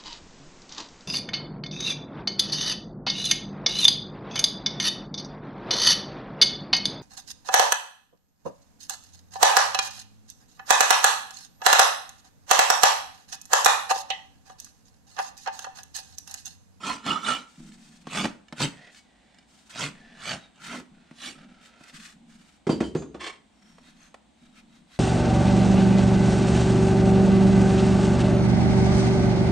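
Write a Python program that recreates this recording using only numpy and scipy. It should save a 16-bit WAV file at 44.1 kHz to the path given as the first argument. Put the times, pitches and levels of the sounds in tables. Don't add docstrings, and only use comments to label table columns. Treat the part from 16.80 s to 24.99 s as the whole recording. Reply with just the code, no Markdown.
import sys
import numpy as np
from scipy import signal
from scipy.fft import rfft, irfft
from scipy.io import wavfile
from scipy.ndimage import uniform_filter1d

SR = 44100
rng = np.random.default_rng(int(sys.argv[2]) if len(sys.argv) > 2 else 0)


def unload_audio(sound):
    columns = np.transpose(np.atleast_2d(sound))
    steps = np.round(np.clip(columns, -1, 1) * 32767)
    wavfile.write(sys.argv[1], SR, steps.astype(np.int16))


N = 361176
TIME = np.arange(N) / SR

# (frequency [Hz], width [Hz], level [dB])
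RASP_MODES = [(903, 84, 4), (1366, 61, 17), (1766, 39, -0.5), (2260, 25, 3), (2932, 96, 4), (3638, 62, 0.5),
              (4240, 50, -7), (5110, 55, -2), (6100, 35, -10), (7120, 81, 0.5)]
# (frequency [Hz], level [dB])
RUB_SPECTRUM = [(200, -44), (600, -33), (1300, 3.5), (3700, -3.5), (8500, -9), (10300, -18.5),
                (13000, -24.5), (15500, -50)]
# (frequency [Hz], left minus right [dB])
BLADE_BALANCE = [(200, -.4), (1200, -7), (4500, -2), (8000, -7)]
HOOF_BALANCE = [(250, -.4), (1500, -3.2), (4200, 0), (8000, -7.5), (12000, -1.5)]
BOX_BALANCE = [(400, -.8), (1500, -2.5), (4500, 0), (8000, -4)]


def rasp():
    # (start [s], swell [s], fade [s], scrape [dB], drum [dB], song [dB])
    loose_strokes = [(0.01, 0.07, 0.11, -37.5, -37.5, -34.5), (0.238, 0.046, 0.13, -40.5, -32.5, -31),
                     (0.424, 0.066, 0.12, -34.5, -37.5, -32.5)]
    # (start [s], swell [s], fade [s], scrape [dB], drum [dB], crunch [dB], chatter [Hz])
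    firm_strokes = [(1.29, 0.094, 0.11, -34, -31.5, -34, 185.3),
                    (1.777, 0.052, 0.056, -29.5, -25.5, -32, 145.5),
                    (2.932, 0.1, 0.068, -34.5, -36, -36, 145.6), (3.396, 0.12, 0.06, -37, -40, -35, 122.4),
                    (3.785, 0.16, 0.061, -46.5, -39, -41.5, 235.4),
                    (4.369, 0.092, 0.087, -40, -47, -55, 269.4)]
    # (frequency [Hz], level [dB])
    scrape_spectrum = [(300, -14.5), (900, -5.5), (1500, -1.5), (3100, 4), (6300, -5), (8600, -7),
                       (10200, -20), (12500, -25), (15500, -46)]
    drum_spectrum = [(25, -15.5), (60, -9.5), (120, -5.5), (170, 3), (280, -2), (480, -10), (900, -11.5),
                     (2500, -91)]
    crunch_spectrum = [(150, -23.5), (450, -6), (660, 1), (1000, 1), (1400, 10.5), (1800, 2), (3000, 2),
                       (8000, -33)]
    loose_chatter_hz, speed_up_per_s = 240.0, 2.5
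    scraping, drumming, singing, crunching = np.zeros((4, N))
    chatter_hz = np.full(N, loose_chatter_hz)
    for start, swell, fade, scrape_db, drum_db, song_db in loose_strokes:
        pressure = arch(start, swell, fade)
        scraping += gain_of(scrape_db) * pressure
        drumming += gain_of(drum_db) * pressure
        singing += gain_of(song_db) * pressure
    for start, swell, fade, scrape_db, drum_db, crunch_db, hz in firm_strokes:
        pressure = arch(start, swell, fade)
        scraping += gain_of(scrape_db) * pressure
        crunching += gain_of(crunch_db) * pressure
        drumming += gain_of(drum_db) * arch(start, swell, fade, lag=0.21)
        quickening = np.exp(speed_up_per_s * np.minimum(TIME - start - swell, fade))
        chatter_hz = np.where(TIME < start, chatter_hz, hz * quickening)
    catches = teeth(rate_hz=chatter_hz, jitter=0.21, spread_db=2.5)
    chips, stray = grit(catches, burst_s=0.0036, drag=0.33, grain_db=6)
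    bite = coloured(shifting(steel_ring(chips, ring_db=-15.5, t60_s=0.043), depth_db=4), scrape_spectrum)
    side = coloured(coloured(stray, scrape_spectrum), [(1000, -5.5), (2500, -26), (5000, -8), (8500, 1.5)])
    scrape = np.array([steadied(bite + sign * side, samples=900) for sign in (1, -1)]) * scraping
    push = unit_rms(catches - uniform_filter1d(catches, size=600)) + 0.5 * unit_rms(chips)
    shake = resonate(push, chatter_hz, width_hz=210)
    drum = steadied(coloured(shake, drum_spectrum), samples=1200) * drumming
    horn = steadied(coloured(shifting(chips, depth_db=5), crunch_spectrum), samples=900)
    drive = coloured(chips, scrape_spectrum)
    blade = steadied(sum((-1) ** k * gain_of(db) * unit_rms(resonate(drive, hz, width))
                         for k, (hz, width, db) in enumerate(RASP_MODES)))
    song = (gain_of(3) * blade + gain_of(-0.5) * horn) * singing
    hoof = gain_of(2) * scrape + drum + horn * crunching
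    return placed(hoof, HOOF_BALANCE) + placed(song, BLADE_BALANCE)


def snags():
    # (start [s], length [s], level [dB], pitch [Hz])
    squeals = [(0.034, 0.016, -29.5, 1340), (0.101, 0.0039, -21.5, 1000), (0.302, 0.014, -22.5, 2920),
               (0.306, 0.037, -27, 1320), (0.355, 0.021, -25, 1270), (0.423, 0.03, -31.5, 1346),
               (0.445, 0.0056, -26.5, 3650), (0.481, .011, -17, 1400), (0.484, 0.083, -33.5, 2913),
               (0.512, 0.017, -26, 1315)]
    wavering_s = TIME + np.cumsum(0.0328 * wobble(samples=45)) / SR
    out = np.zeros(N)
    for start, length, db, hz in squeals:
        envelope = held(start, length, attack_s=0.0048, release_s=0.007, growth_db=-1.5)
        out += gain_of(db) * envelope * np.sin(2 * np.pi * hz * wavering_s)
    return placed(out * gain_of(1.75 * wobble(samples=80)), BLADE_BALANCE)


def glides():
    # (start [s], length [s], level [dB], note [Hz])
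    returns = [(1.91, 0.18, -56, 1880), (2.24, 0.37, -67, 1960), (3.14, 0.33, -57.5, 1765),
               (3.57, 0.086, -59, 3702), (4.13, 0.21, -65.5, 1393), (4.54, 0.1, -58.5, 1310),
               (4.68, 0.42, -61.5, 1330)]
    spectrum = [(200, -5), (750, 5.5), (1100, -10.5), (1500, 1.5), (3600, -2.5), (9000, -20), (14000, -50)]
    catches = teeth(rate_hz=270, jitter=0.43, spread_db=3.5)
    chips = grit(catches, burst_s=0.0028, drag=1, grain_db=2.5)[0]
    skim = steadied(coloured(chips, spectrum))
    pressure, note_hz = np.zeros(N), np.full(N, float(returns[0][3]))
    for start, length, db, hz in returns:
        pressure += gain_of(db) * held(start, length, attack_s=0.012, release_s=0.027, growth_db=3.5)
        note_hz[TIME >= start] = hz
    ring = steadied(resonate(skim, note_hz * np.exp(0.019 * wobble(samples=3000)), width_hz=71))
    ring *= np.sqrt(pressure / pressure.max())
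    return placed((gain_of(-3) * skim + gain_of(-4) * ring) * pressure, HOOF_BALANCE)


def knocks():
    # (time [s], thud [dB], crack [dB])
    hits = [(0.264, -22, -9), (0.8, -29, -39), (1.27, -23, -14), (1.444, -14, -4.5), (1.454, -11, -2.5),
            (1.725, -24, -17), (1.804, -18, -8.5), (2.957, -36, -20), (4, -37, -23), (4.311, -30.5, -29),
            (5.008, -36, -34), (6.983, -67, -30.5), (7.084, -46, -40), (7.343, -50, -23)]
    # (frequency [Hz], level [dB], t60 [s])
    hoof_modes = [(161, -7, 0.1), (238, 0.5, 0.048), (313, -9, 0.068)]
    spectrum = [(100, -17), (600, 19), (1100, 13.5), (2600, 6.5), (8500, -8.5), (15000, -36)]
    out, t = np.zeros(N), np.arange(SR // 4) / SR
    for start, thud_db, crack_db in hits:
        add(out, start, gain_of(thud_db - 7) * struck(hoof_modes, t, rise_s=0.00265))
        add(out, start, gain_of(crack_db - 12.5) * crack(t, spectrum, decay_s=0.0059))
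    return placed(out, HOOF_BALANCE)


def taps():
    # (time [s], level [dB])
    touches = [(0.92, -50), (1.683, -52), (2.146, -50), (2.545, -55), (2.586, -52), (2.627, -60.5),
               (3.758, -58.5)]
    out, t = np.zeros(N), np.arange(SR // 8) / SR
    for start, db in touches:
        add(out, start, gain_of(db) * crack(t, RUB_SPECTRUM, decay_s=0.0026))
    return placed(touched(out, ring_db=18), HOOF_BALANCE)


def tool_box():
    # (time [s], thud [dB], crack [dB])
    blows = [(5.868, -14, -22), (5.893, -7, -17.5), (5.926, -17, -30), (6.005, -11, -16),
             (6.15, -12.5, -25.5), (6.222, -32, -35), (6.344, -29.5, -33.5)]
    # (frequency [Hz], level [dB], t60 [s])
    box_modes = [(181.6, 0, 0.13), (213, -0.5, 0.02), (266, -3, 0.086), (346, 1.5, 0.085),
                 (400, 2.5, 0.029), (508, -2.5, 0.05)]
    # (frequency [Hz], level [dB])
    rumble_spectrum = [(25, -37), (60, 0.5), (110, -12.5), (220, 1.5), (400, 0), (1100, -49), (4000, -85)]
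    crack_spectrum = [(100, -15.5), (500, 17.5), (1100, 7), (2000, -2), (8500, -17), (14000, -64)]
    bounce_s, bounce_db = 0.00842, -7
    out, t = np.zeros(N), np.arange(SR // 2) / SR
    settling = np.exp(-t / 0.092) * np.clip(t / 0.023, 0, 1)
    for start, thud_db, crack_db in blows:
        rumble = steadied(coloured(rng.standard_normal(len(t)), rumble_spectrum)) * settling
        add(out, start, gain_of(thud_db - 21) * rumble)
        add(out, start, gain_of(crack_db) * crack(t, crack_spectrum, decay_s=0.02))
        for delay_s, contact_db in ((0, 0), (bounce_s, bounce_db)):
            spot = [(hz * np.exp(0.067 * rng.standard_normal()), db, t60) for hz, db, t60 in box_modes]
            add(out, start + delay_s, gain_of(thud_db + contact_db) * struck(spot, t, rise_s=0.00326))
    return placed(out, BOX_BALANCE)


def knife_draw():
    # (start [s], length [s], level [dB])
    slides = [(6.393, 0.053, -38.5), (6.435, 0.019, -39), (6.458, 0.03, -38), (6.524, 0.0068, -47)]
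    # (frequency [Hz], level [dB])
    spectrum = [(150, -36), (330, 13.5), (600, 4), (3900, -4), (4500, -34), (8200, -8), (14000, -75)]
    catches = teeth(rate_hz=290, jitter=0.52, spread_db=4)
    friction = grit(catches, burst_s=0.0042, drag=0.68, grain_db=0)[0]
    scrape = gain_of(-6.5) * steadied(coloured(friction, spectrum)) + gain_of(-1) * knife_ring(friction)
    envelope = sum(gain_of(db) * held(start, length, attack_s=0.023, release_s=0.018, growth_db=0)
                   for start, length, db in slides)
    return placed(scrape * envelope, BOX_BALANCE)


def clinks():
    # (time [s], level [dB], centre of favoured modes [Hz])
    contacts = [(2.162, -46.5, 2170), (5.896, -31, 3400), (5.909, -34, 4560), (6.035, -38.5, 3100),
                (6.043, -44.5, 5100), (6.163, -40.5, 5700)]
    # (frequency [Hz], level [dB], t60 [s])
    tool_modes = [(2229, -4, 0.14), (2990, 3, 0.12), (3130, -3.5, 0.12), (3540, -1, 0.076),
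                  (4690, 13.5, 0.1), (4815, 4.5, 0.13), (6200, -8, 0.25), (6430, 1.5, 0.23),
                  (7130, 2, 0.24), (8400, 1, 0.16)]
    out, rattle = np.zeros((2, N))
    t = np.arange(SR // 2) / SR
    for start, db, centre_hz in contacts:
        modes = [(hz, mode_db + rng.normal(0, 2.5) - 26 * min(abs(np.log2(hz / centre_hz)), 1), t60)
                 for hz, mode_db, t60 in tool_modes]
        chatter = crack(t, [(800, -12), (3000, -0.5), (8500, -8), (14000, -37)], decay_s=0.042)
        ring = struck(modes, t, rise_s=0.0039)
        fed_ring = signal.fftconvolve(chatter, ring)[:len(t)]
        add(out, start, gain_of(db) * (ring + gain_of(-7.5) * fed_ring / abs(fed_ring).max()))
        add(rattle, start, gain_of(db) * chatter)
    return placed(out + gain_of(-9) * steel_ring(rattle, ring_db=-1.5, t60_s=0.11), BOX_BALANCE)


def paring(rub, flakes):
    # (time [s], swell [s], level [dB], blade note [Hz])
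    cuts = [(6.76, 0.21, -61.5, 5550), (7.02, 0.096, -56.5, 3750), (7.16, 0.13, -56, 6340),
            (7.57, 0.13, -64, 3820), (7.745, 0.062, -53.5, 2480), (7.89, 0.11, -61.5, 3870),
            (8.1, 0.078, -52.5, 3830)]
    pressure, note_hz = np.zeros(N), np.full(N, float(cuts[0][3]))
    for time_s, swell_s, db, hz in cuts:
        pressure += gain_of(db) * arch(time_s - swell_s / 3, swell_s, fade_s=0.63 * swell_s)
        note_hz[TIME >= time_s] = hz
    squeak = steadied(resonate(resonate(flakes, note_hz, width_hz=220), note_hz, width_hz=200))
    return (gain_of(-2) * rub + gain_of(-11) * knife_ring(flakes) + gain_of(-8.5) * squeak) * pressure


def brushing(rub, hiss, flakes):
    # (start [s], length [s], level [dB], relative hiss [dB])
    moves = [(0.598, 0.62, -64.5, 1.5), (2.107, 0.083, -63, 1.5), (2.665, 0.21, -67, 2.5),
             (2.893, 0.02, -55, -5), (3.789, 0.2, -49.5, -20), (4.804, 0.068, -59.5, -7),
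             (4.98, 0.19, -57, -25), (5.13, 0.18, -53, -5.5), (5.455, 0.29, -63, -5.5)]
    rubbing, hissing = np.zeros((2, N))
    for start, length, db, hiss_db in moves:
        gain = gain_of(db) * held(start, length, attack_s=0.22 * length, release_s=0.019, growth_db=-0.5)
        rubbing += gain
        hissing += gain * gain_of(hiss_db)
    ticks = gain_of(-6.5) * unit_rms(touched(coloured(flakes, RUB_SPECTRUM), ring_db=13))
    return ((rub + ticks) * rubbing + hiss * hissing) * gain_of(2.76 * wobble(samples=800))


def light_friction():
    cloth_spectrum = [(1500, -8.5), (3500, 4.5), (8500, 3.5), (10300, -12), (15500, -21)]
    chips = grit(teeth(rate_hz=190, jitter=1, spread_db=-1), burst_s=0.0049, drag=2.5, grain_db=-3.5)
    rub = diffuse(np.array([steadied(coloured(x, RUB_SPECTRUM)) for x in chips]))
    hiss = diffuse_noise(cloth_spectrum)
    flakes = grit(teeth(rate_hz=90, jitter=0.81, spread_db=11), burst_s=0.0023, drag=0.32, grain_db=1.5)
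    return rub, hiss, flakes[0]


def shuffling():
    # (start [s], length [s], level [dB])
    shifts = [(0.772, 0.12, -45.5), (0.915, 0.52, -57), (1.482, 0.061, -62), (3.096, 0.3, -56.5),
              (4.106, 0.082, -52.5), (4.541, 0.19, -52.5), (5.127, 0.074, -49), (5.33, 0.32, -56.5),
              (6.817, 0.43, -59), (7.607, 0.41, -58)]
    # (frequency [Hz], level [dB])
    spectrum = [(30, -5), (100, -44), (160, 3), (245, 2.5), (400, -24.5), (9000, -78)]
    envelope = sum(gain_of(db) * held(start, length, attack_s=0.017, release_s=0.049, growth_db=-2)
                   for start, length, db in shifts)
    thumps = steadied(coloured(rng.standard_normal(N), spectrum), samples=3500)
    return thumps * gain_of(1.35 * wobble(samples=1800)) * envelope


def stable(x, early_db, early_s, tail_db):
    # (frequency [Hz], t60 [s])
    decay_times = [(200, 0.4), (530, 0.41), (1400, 0.4), (3700, 0.29), (9000, 0.35)]
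    t, mono = np.arange(SR) / SR, x.mean(0)[None]
    hz, frame_s, bands = signal.stft(diffuse(rng.standard_normal((2, SR))), SR, nperseg=256)
    decay = np.exp(-np.log(1000) * frame_s / lookup(decay_times, hz)[:, None])
    tail = signal.istft(bands * decay, SR)[1][:, :SR] * np.clip(t / 0.017, 0, 1)
    out = gain_of(tail_db) * signal.oaconvolve(mono, tail / np.linalg.norm(tail[0]), axes=1)[:, :N]
    t = t[:SR // 20]
    bass_cut = signal.butter(2, 700, "high", fs=SR, output="sos")
    for share in (np.cos(2 * np.pi * TIME), np.sin(2 * np.pi * TIME)):
        echoes = rng.standard_normal((2, len(t))) * (rng.random((2, len(t))) < 0.05)
        early = signal.sosfilt(bass_cut, echoes * np.exp(-t / early_s) * (t > 0.001))
        early /= np.linalg.norm(early[0])
        out += gain_of(early_db) * signal.oaconvolve(mono * share, early, axes=1)[:, :N]
    return out


def air():
    # (frequency [Hz], level [dB])
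    spectrum = [(25, -22), (57, -1.5), (109, -14.5), (230, 1), (430, -18), (750, -9.5), (1300, -21.5),
                (3700, -20.5), (5500, -30.5), (8500, -25.5), (11000, -50.5), (15000, -54)]
    return gain_of(-61.5) * diffuse_noise(spectrum)


def teeth(rate_hz, jitter, spread_db):
    pace_hz = rate_hz * np.exp(jitter * wobble(samples=300))
    catches = np.diff(np.floor(np.cumsum(pace_hz) / SR), prepend=0)
    return catches * gain_of(spread_db * np.clip(rng.standard_normal(N), -2, 2))


def grit(catches, burst_s, drag, grain_db):
    bursts = signal.lfilter([1], [1, -np.exp(-1 / (burst_s * SR))], catches)
    chips = rng.standard_normal((2, N)) * gain_of(grain_db * np.clip(rng.standard_normal((2, N)), -2, 2))
    return chips * (drag + unit_rms(bursts))


def steel_ring(x, ring_db, t60_s, count=60):
    t = np.arange(SR // 8) / SR
    out = x
    for share in (np.cos(np.pi * TIME), np.sin(np.pi * TIME)):
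        offset, phase = rng.random((2, count, 1))
        hz = 2300 + 11000 * (np.arange(count)[:, None] + offset) / count
        ring = np.cos(2 * np.pi * (hz * t + phase)).sum(0) * np.exp(-np.log(1000) * t / t60_s)
        out = out + gain_of(ring_db) * signal.oaconvolve(x * share, ring / np.linalg.norm(ring))[:N]
    return out


def knife_ring(x):
    # (frequency [Hz], width [Hz], level [dB])
    knife_modes = [(1067, 60, -1.5), (1765, 20, -3), (2065, 430, 4), (2686, 36, -2.5), (3165, 87, 3.5),
                   (4200, 22, -1), (5470, 26, -8.5)]
    drive = signal.sosfilt(signal.butter(4, 7500, fs=SR, output="sos"), x)
    return steadied(sum(gain_of(db) * unit_rms(resonate(drive, hz, width)) for hz, width, db in knife_modes))


def touched(x, ring_db):
    ring = sum(signal.lfilter(*signal.iirpeak(hz, hz / width, fs=SR), x) for hz, width, _ in RASP_MODES[2:])
    return x + gain_of(ring_db) * ring


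def shifting(x, depth_db):
    bands = signal.stft(x, nperseg=512)[2]
    patches = uniform_filter1d(rng.standard_normal(bands.shape), size=5, axis=0)
    patches = uniform_filter1d(patches, size=7, axis=1)
    return signal.istft(bands * gain_of(depth_db * unit_rms(patches)))[1][:N]


def struck(modes, t, rise_s):
    ring = sum(gain_of(db) * np.exp(-np.log(1000) * t / t60) * np.sin(2 * np.pi * hz * (t - 2 * rise_s))
               for hz, db, t60 in modes)
    ring *= 1 - np.exp(-(t / rise_s) ** 2)
    return ring / abs(ring).max()


def crack(t, spectrum, decay_s):
    spray = rng.standard_normal(len(t)) * np.exp(-t / decay_s)
    spray[0] += 4
    sound = coloured(spray, spectrum)
    return sound / abs(sound).max()


def arch(start_s, swell_s, fade_s, lag=0):
    depth_db, roundness = 20.5, 1.59
    from_top_s = TIME - start_s - swell_s * (1 + lag)
    distance = np.maximum(-from_top_s / swell_s, from_top_s / fade_s)
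    return gain_of(-depth_db * np.minimum(distance, 4) ** roundness)


def held(start_s, length_s, attack_s, release_s, growth_db):
    t = TIME - start_s
    hold = gain_of(growth_db * np.clip(t / length_s, 0, 1))
    return np.clip(t / attack_s, 0, 1) * hold * np.exp(-np.clip((t - length_s) / release_s, 0, 20))


def resonate(x, hz, width_hz):
    carrier = np.exp(2j * np.pi * np.cumsum(hz * np.ones(N)) / SR)
    pole = np.exp(-np.pi * width_hz / SR)
    return (carrier * signal.lfilter([1 - pole], [1, -pole], x / carrier)).real


def coloured(x, spectrum, size=4096):
    log_gain = np.log(gain_of(lookup(spectrum, abs(np.fft.fftfreq(size, 1 / SR)))))
    kernel = np.fft.ifft(np.exp(np.conj(signal.hilbert(log_gain)))).real[:size // 2]
    return signal.oaconvolve(x, kernel)[:len(x)]


def placed(x, balance):
    half_db = lookup(balance, np.fft.rfftfreq(N, 1 / SR)) / 2
    gains = gain_of([half_db, -half_db])
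    return irfft(rfft(x) * gains / gains.mean(0), N)


def diffuse(pair):
    # (frequency [Hz], left-right coherence [0-1])
    coherence = [(200, 0.66), (600, 0.15), (1500, 0.46), (6000, 0.44)]
    left, other = rfft(pair)
    alike = lookup(coherence, np.fft.rfftfreq(pair.shape[1], 1 / SR))
    return irfft(np.array([left, alike * left + np.sqrt(1 - alike ** 2) * other]), pair.shape[1])


def diffuse_noise(spectrum):
    return diffuse(np.array([unit_rms(coloured(x, spectrum)) for x in rng.standard_normal((2, N))]))


def wobble(samples):
    return unit_rms(uniform_filter1d(uniform_filter1d(rng.standard_normal(N), samples), samples))


def steadied(x, samples=1800):
    return x / np.sqrt(abs(uniform_filter1d(x ** 2, samples)) + 1e-20)


def unit_rms(x):
    return x / np.sqrt(np.mean(x ** 2) + 1e-20)


def gain_of(db):
    return 10 ** (np.asarray(db) / 20)


def lookup(points, hz):
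    point_hz, value = np.transpose(points)
    return np.interp(np.log(hz + 1), np.log(point_hz + 1), value)


def add(mix, start_s, sound):
    part = mix[max(round(start_s * SR), 0):][:len(sound)]
    part += sound[:len(part)]


def scene():
    near = rasp() + snags() + glides() + knocks() + taps() + tool_box() + knife_draw() + clinks()
    rub, hiss, flakes = light_friction()
    near += paring(rub, flakes) + shuffling() + brushing(rub, hiss, flakes)
    return near + stable(near, early_db=-4.5, early_s=0.0022, tail_db=-11.5) + air()


def record(dry):
    cutoff_hz = 15750
    low_pass = signal.firwin(511, cutoff_hz, window=("kaiser", 9), fs=SR)
    return signal.oaconvolve(dry, low_pass[None], "same")


dry = scene()
out = record(dry)
unload_audio(out)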